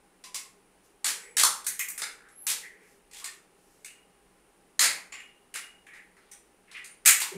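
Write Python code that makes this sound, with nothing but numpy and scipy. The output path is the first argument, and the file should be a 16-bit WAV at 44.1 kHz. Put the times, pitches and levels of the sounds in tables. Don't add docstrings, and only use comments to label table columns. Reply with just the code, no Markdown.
import sys
import numpy as np
from scipy import signal
from scipy.fft import rfft, irfft
from scipy.io import wavfile
from scipy.ndimage import uniform_filter1d, minimum_filter1d

SR = 44100
rng = np.random.default_rng(int(sys.argv[2]) if len(sys.argv) > 2 else 0)


def master_out(mix):
    frames = np.transpose(np.atleast_2d(mix))
    ceiling = np.clip(frames, -1, 1)
    pcm = np.round(ceiling * 32767).astype(np.int16)
    wavfile.write(sys.argv[1], SR, pcm)


N = 325007

# (time [s], crack level [dB], ping pitch [Hz], panel pitch [Hz], panel
# level [dB], brightness [dB], length of the tear that follows [s], 0 for none)
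CREASES = [(0.2386, -38.5, 5500, 2200, -48, -6, 0.0028), (0.3440, -24.5, 6060, 2040, -39.5, -1, 0.0079),
           (1.0438, -19, 8200, 1830, -31.5, -2, .048), (1.3677, -13, 8500, 1920, -26.5, 1.5, 0.038),
           (1.4333, -8, 9900, 1240, -19.5, -0.5, 0), (1.644, -35, 10000, 1800, -61, -1, 0.0027),
           (1.6655, -17.5, 10200, 1810, -35.5, 7, 0.00099), (1.7923, -21.5, 7200, 2110, -30, 12.5, 0.0008),
           (1.8847, -27.5, 8760, 1690, -46, 14, 0), (1.9775, -26, 9700, 1827, -36.5, 5, 0.015),
           (2.0179, -24, 8940, 1780, -30, -5, 0.0019), (2.2857, -53, 9360, 1730, -58, 0, 0),
           (2.4668, -18, 10550, 2050, -32.5, 5, 0.034), (3.1115, -47, 7530, 2377, -57, -3, 0),
           (3.133, -40, 7100, 2370, -50, -2, 0.064), (3.242, -26.5, 7810, 2100, -39.5, -1.5, 0),
           (3.8456, -33.5, 8374, 1950, -45, 3, 0.00066), (4.7922, -11.5, 7100, 1768, -23, -2.5, 0.033),
           (4.8406, -16.5, 7310, 1890, -21.5, -6.5, 0), (5.1229, -42.5, 7400, 2150, -37.5, -9, 0.0017),
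           (5.2026, -50.5, 9640, 2235, -45.5, 3, 0), (5.5401, -30.5, 9300, 2120, -36, 2, 0.0054),
           (5.5573, -29.5, 9110, 1850, -33.5, -2, 0), (5.8664, -53, 9660, 1950, -45.5, 4, 0.00097),
           (5.9358, -53.5, 9150, 2050, -53.5, -6, 0.027), (6.1668, -61, 9430, 1710, -55, -7.5, 0.011),
           (6.314, -40.5, 8600, 2088, -53.5, 4, 0.0027), (6.7134, -46, 9700, 2510, -50.5, -9, 0.0044),
           (6.769, -50, 9350, 1920, -45.5, -5, 0.0068), (6.8429, -36.5, 9200, 1600, -53.5, 0.5, 0),
           (7.051, -29.5, 9865, 1957, -35, 1, 0.0044), (7.0582, -5, 7476, 2060, -16, 7, 0.00075),
           (7.074, -5, 7380, 2020, -16, 6.5, 0), (7.09, -11, 7300, 2130, -18, 5.5, 0.0031),
           (7.2017, -20.5, 8360, 2320, -32, 9, 0.0039), (7.217, -25.5, 8130, 1967, -32.5, -7, 0.00044)]


def snaps(crack_db=-1, body_db=3.5, thud_db=-18, rasp_db=-6.5, edge_db=-16.0, ping_db=-6, bump_db=-15,
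          crack_hz=8000, bump_hz=260, rasp_hz=4300, edge_hz=12700):
    hold_s, fade_s = 0.00052, 0.003
    panel_octaves, thud_pitch_ratio = .72, .42
    edge_slope, rasp_slope, thud_slope = 1.1, 1, 1.4
    spread_slope, ordinary_snap_db = 0.065, -24.5
    out, t = np.zeros(N), np.arange(SR // 2) / SR
    power = np.exp(-2 * np.maximum(t - hold_s, 0) / fade_s)
    for s, db, ping_hz, panel_hz, panel_db, bright_db, _ in CREASES:
        low_db = (db + panel_db) / 2 + thud_db - thud_slope * bright_db
        wide_db = db + spread_slope * (db - ordinary_snap_db)
        parts = [
            (crack_hz, .7, db + crack_db),
            (ping_hz, .3, db + ping_db),
            (panel_hz, panel_octaves, panel_db + body_db),
            (thud_pitch_ratio * panel_hz, .9, low_db),
            (bump_hz, 1.4, low_db + bump_db),
            (rasp_hz, .65, wide_db + rasp_db - rasp_slope * bright_db),
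            (edge_hz, .42, wide_db + edge_db + edge_slope * bright_db)]
        add(out, s, cupped_hands(radiate(power, parts)))
    return out


def tears(fractures_per_s=650, rasp_db=-3.5, edge_db=-11.5, bump_db=-12,
          crack_hz=8000, rasp_hz=3900, edge_hz=12300, thud_hz=800, bump_hz=260):
    delay_s = .008
    crackle_db, panel_offset_db, thud_offset_db = -9.5, -5, -17
    out, t = np.zeros(N), np.arange(SR // 2) / SR
    for s, snap_db, _, panel_hz, panel_db, _, length in CREASES:
        if length > 0:
            db, thud_db = snap_db + crackle_db, panel_db + thud_offset_db
            parts = [
                (crack_hz, .75, db),
                (rasp_hz, 1.1, db + rasp_db),
                (edge_hz, .4, db + edge_db),
                (panel_hz, .8, panel_db + panel_offset_db),
                (thud_hz, 1.1, thud_db),
                (bump_hz, 1.4, thud_db + bump_db)]
            fractures = slips(t, fractures_per_s, spread_db=4.5, fade_s=0.00036) * (t < length)
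            add(out, s + delay_s, radiate(fractures, parts))
    return out


def fingers():
    # (start [s], length [s], pitch [Hz], width [octaves], level [dB])
    rubs = [(1.18, 0.13, 2053, .35, -55.5), (1.795, 0.02, 2100, 0.28, -36.5), (2.121, 0.2, 1580, 0.5, -60),
            (2.625, .035, 1940, 0.24, -41), (2.68, 0.24, 1970, 0.6, -64), (3.14, .045, 3374, .14, -52),
            (3.191, 0.089, 1255, 0.6, -56.5), (3.25, 0.045, 1834, 0.12, -47.5),
            (3.848, 0.046, 2550, 0.29, -54), (5.137, 0.077, 2020, .45, -52),
            (5.882, 0.12, 1944, 0.38, -50.5), (6.169, .21, 2020, 2.1, -71.5),
            (6.672, 0.23, 2100, 0.64, -53.5), (6.743, 0.029, 2280, 0.56, -40),
            (7.215, .012, 970, .34, -39.5), (7.258, 0.16, 2100, .8, -56)]
    # (start [s], length [s], level [dB])
    light_touches = [(0.828, 0.038, -65.5), (2.80, 0.17, -67), (3.548, 0.33, -70), (7.28, 0.079, -58)]
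    brush_hz, brush_octaves = 7400, 1.4
    settle_s, settle_pitch_ratio, settle_octaves = .03, 1.1, .55
    settle_db, settle_limit_db = -8.5, -39
    brushes = [(s, length, brush_hz, brush_octaves, db) for s, length, db in light_touches]
    settling = [(s, settle_s, settle_pitch_ratio * panel_hz, settle_octaves,
                 min(panel_db + settle_db, settle_limit_db))
                for s, _, _, panel_hz, panel_db, _, _ in CREASES]
    return strokes(rubs + brushes + settling, slips_per_s=610)


def squeaks(octaves=.035, typical_s=.11, purity=.4):
    # (start [s], length [s], pitch [Hz], level [dB])
    taut_film = [(0.239, 0.0093, 1035, -52), (0.347, 0.0067, 1080, -48), (.346, 0.022, 2125, -52),
                 (1.795, .01, 2450, -39), (1.152, 0.19, 10440, -64), (1.19, .11, 7880, -58.5),
                 (2.30, .05, 10950, -63), (2.352, .085, 10950, -49.5), (2.37, 0.11, 12000, -57.5),
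                 (5.119, 0.0062, 7180, -41), (6.313, .006, 5920, -45), (6.315, 0.0078, 8830, -47.5),
                 (6.833, 0.093, 9300, -56.5)]
    narrow = [(s, length, hz, octaves * (typical_s / length) ** purity, db)
              for s, length, hz, db in taut_film]
    return strokes(narrow, slips_per_s=3000)


def rings(hz=2859, octaves=0.038, t60_s=.65):
    # (time [s], level [dB])
    ringing_snaps = [(3.846, -59), (5.125, -52), (5.541, -50.5)]
    out, t = np.zeros(N), np.arange(SR * 3 // 4) / SR
    power = from_db(-60 * t / t60_s) ** 2
    for s, db in ringing_snaps:
        add(out, s, radiate(power, [(hz, octaves, db)]))
    return out


def hum(hz=430.8, octaves=0.47):
    # (start [s], length [s], level [dB])
    hum_swells = [(1.097, 0.31, -65), (1.93, 0.3, -69), (2.45, 0.5, -69.5)]
    return strokes([(s, length, hz, octaves, db) for s, length, db in hum_swells], slips_per_s=1300)


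def hollow():
    # (start [s], length [s], pitch [Hz], width [octaves], level [dB])
    hollow_swells = [(7.305, 0.055, 383, 0.14, -37.5), (7.32, 0.085, 180, 0.31, -43.5),
                     (7.32, 0.094, 543, 0.26, -46)]
    return strokes(hollow_swells, slips_per_s=3000)


def strokes(table, slips_per_s):
    out, t = np.zeros(N), np.arange(SR * 3 // 4) / SR
    for s, length, hz, octaves, db in table:
        pressure = np.sin(np.pi * np.minimum(t / length, 1))
        add(out, s, radiate(pressure * slips(t, slips_per_s), [(hz, octaves, db)]))
    return out


def slips(t, per_s, spread_db=3, fade_s=0.0014):
    happens = rng.random(len(t)) < per_s / SR
    power = happens * from_db(spread_db * rng.standard_normal(len(t))) ** 2
    return after_lag(power / (np.mean(power) + 1e-20), fade_s)


def radiate(power, parts):
    out = 0
    for hz, octaves, level_db in parts:
        arriving = room(power, hz)
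        ring = band(np.sqrt(arriving) * rng.standard_normal(len(power)), hz, octaves)
        out = out + from_db(level_db) * np.sqrt(np.mean(arriving)) * rms_one(ring)
    return out


def cupped_hands(x, gain=0.27, longest_s=.003, count=3):
    out = x.copy()
    for lag in (rng.uniform(.1, 1, count) * longest_s * SR).astype(int) + 1:
        out[lag:] += gain * x[:-lag]
    return out / np.sqrt(1 + count * gain ** 2)


def room(power, hz, diffuse_db=0.0, gather_s=0.0045, direct_db=-2, scatter_s=0.0015):
    # (frequency [Hz], time to fall by 60 dB [s])
    decay_times = [(200, 0.57), (800, 0.53), (2000, 0.41), (5500, 0.26), (9000, 0.3), (15000, 0.18)]
    # (delay [s], level [dB])
    wall_echoes = [(0.014, -8.5), (0.0179, -9), (.033, -13)]
    energy_decay_s = at_hz(decay_times, hz) / np.log(10 ** 6)
    tail = after_lag(after_lag(power, gather_s), energy_decay_s)
    first = after_lag(power, scatter_s)
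    arriving = from_db(direct_db) ** 2 * first + from_db(diffuse_db) ** 2 * tail
    for delay, db in wall_echoes:
        lag = int(delay * SR)
        arriving[lag:] += from_db(db) ** 2 * first[:-lag]
    return arriving


def standing_waves(x, ring_db=-8.0, t60=0.3, start_s=0.0057):
    t = np.arange(SR // 2) / SR
    ringing = rng.standard_normal(len(t)) * from_db(-60 * t / t60) * (1 - np.exp(-t / start_s))
    ringing = ringing / np.sqrt(np.sum(ringing ** 2))
    return x + from_db(ring_db) * signal.fftconvolve(x, ringing)[:N]


def room_colour(x):
    # (frequency [Hz], width [octaves], nominal gain [dB])
    peaks_and_dips = [(503, 0.32, 6), (665, 0.71, -7), (883, 0.75, 3.5), (1220, 0.18, 3)]
    for hz, octaves, db in peaks_and_dips:
        x = x + (from_db(db) - 1) * band(x, hz, octaves, order=1)
    return x


def background():
    # (frequency [Hz], relative level per Hz [dB])
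    air_spectrum = [(15, -15), (25, 0.5), (55, -9.5), (83, -23.5), (115, -9), (150, -10), (400, -3),
                    (600, -9.5), (900, -10.5), (1400, -13.5), (2000, -15.5), (2900, -17), (3600, -25.5),
                    (5000, -45.5)]
    # (frequency [Hz], relative level per Hz [dB])
    hiss_spectrum = [(2500, -21.5), (3800, -4), (7000, -5), (8500, -1), (9700, 2.5), (11000, -7.5),
                     (15500, -12)]
    # (frequency [Hz], width [octaves], level [dB])
    resonances = [(51, 0.13, -83), (184.9, 0.07, -76.5), (403.2, 0.064, -75), (809, 0.026, -76),
                  (9600, .1, -78.5)]
    air = from_db(-65) * steady_noise(air_spectrum)
    hiss = from_db(-71.5) * steady_noise(hiss_spectrum)
    drones = sum(from_db(db) * rms_one(band(rng.standard_normal(N), hz, octaves))
                 for hz, octaves, db in resonances)
    return air + hiss + drones


def steady_noise(spectrum):
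    hz = np.maximum(np.arange(N // 2 + 1) * SR / N, 1)
    white = rfft(rng.standard_normal(N))
    return rms_one(irfft(white * from_db(at_hz(spectrum, hz)), N))


def after_lag(power, lag):
    keep = np.exp(-1 / (lag * SR))
    return signal.lfilter([1 - keep], [1, -keep], power + 1e-18)


def band(x, hz, octaves, order=2):
    half = 2 ** (octaves / 2)
    edges = [hz / half, min(hz * half, .47 * SR)]
    return signal.sosfilt(signal.butter(order, edges, "band", fs=SR, output="sos"), x)


def from_db(db):
    return 10 ** (np.asarray(db) / 20)


def rms_one(x):
    return x / np.sqrt(np.mean(x ** 2) + 1e-20)


def at_hz(points, hz):
    table = np.array(points)
    return np.interp(np.log(hz), np.log(table[:, 0]), table[:, 1])


def add(out, s, sound):
    at = round(s * SR)
    out[at:at + len(sound)] += sound[:N - at]


def limiter(x, ceiling_db=-3, size=89):
    gain = np.minimum(1, from_db(ceiling_db) / (np.abs(x) + 1e-9))
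    return x * uniform_filter1d(minimum_filter1d(gain, size), size)


def scene():
    snapping = from_db(-2.5) * snaps() + from_db(-4.5) * tears()
    rubbing = from_db(-3.0) * fingers() + from_db(-1) * squeaks() + from_db(-3) * rings()
    in_room = room_colour(standing_waves(snapping + rubbing + from_db(-3.0) * hum()))
    return (in_room + from_db(-3) * hollow() + background())[None]


def record(dry):
    cutoff_hz = 15600
    low_pass = signal.ellip(10, .3, 80, cutoff_hz, fs=SR, output="sos")
    return signal.sosfilt(low_pass, limiter(dry))


dry = scene()
out = record(dry)
master_out(out)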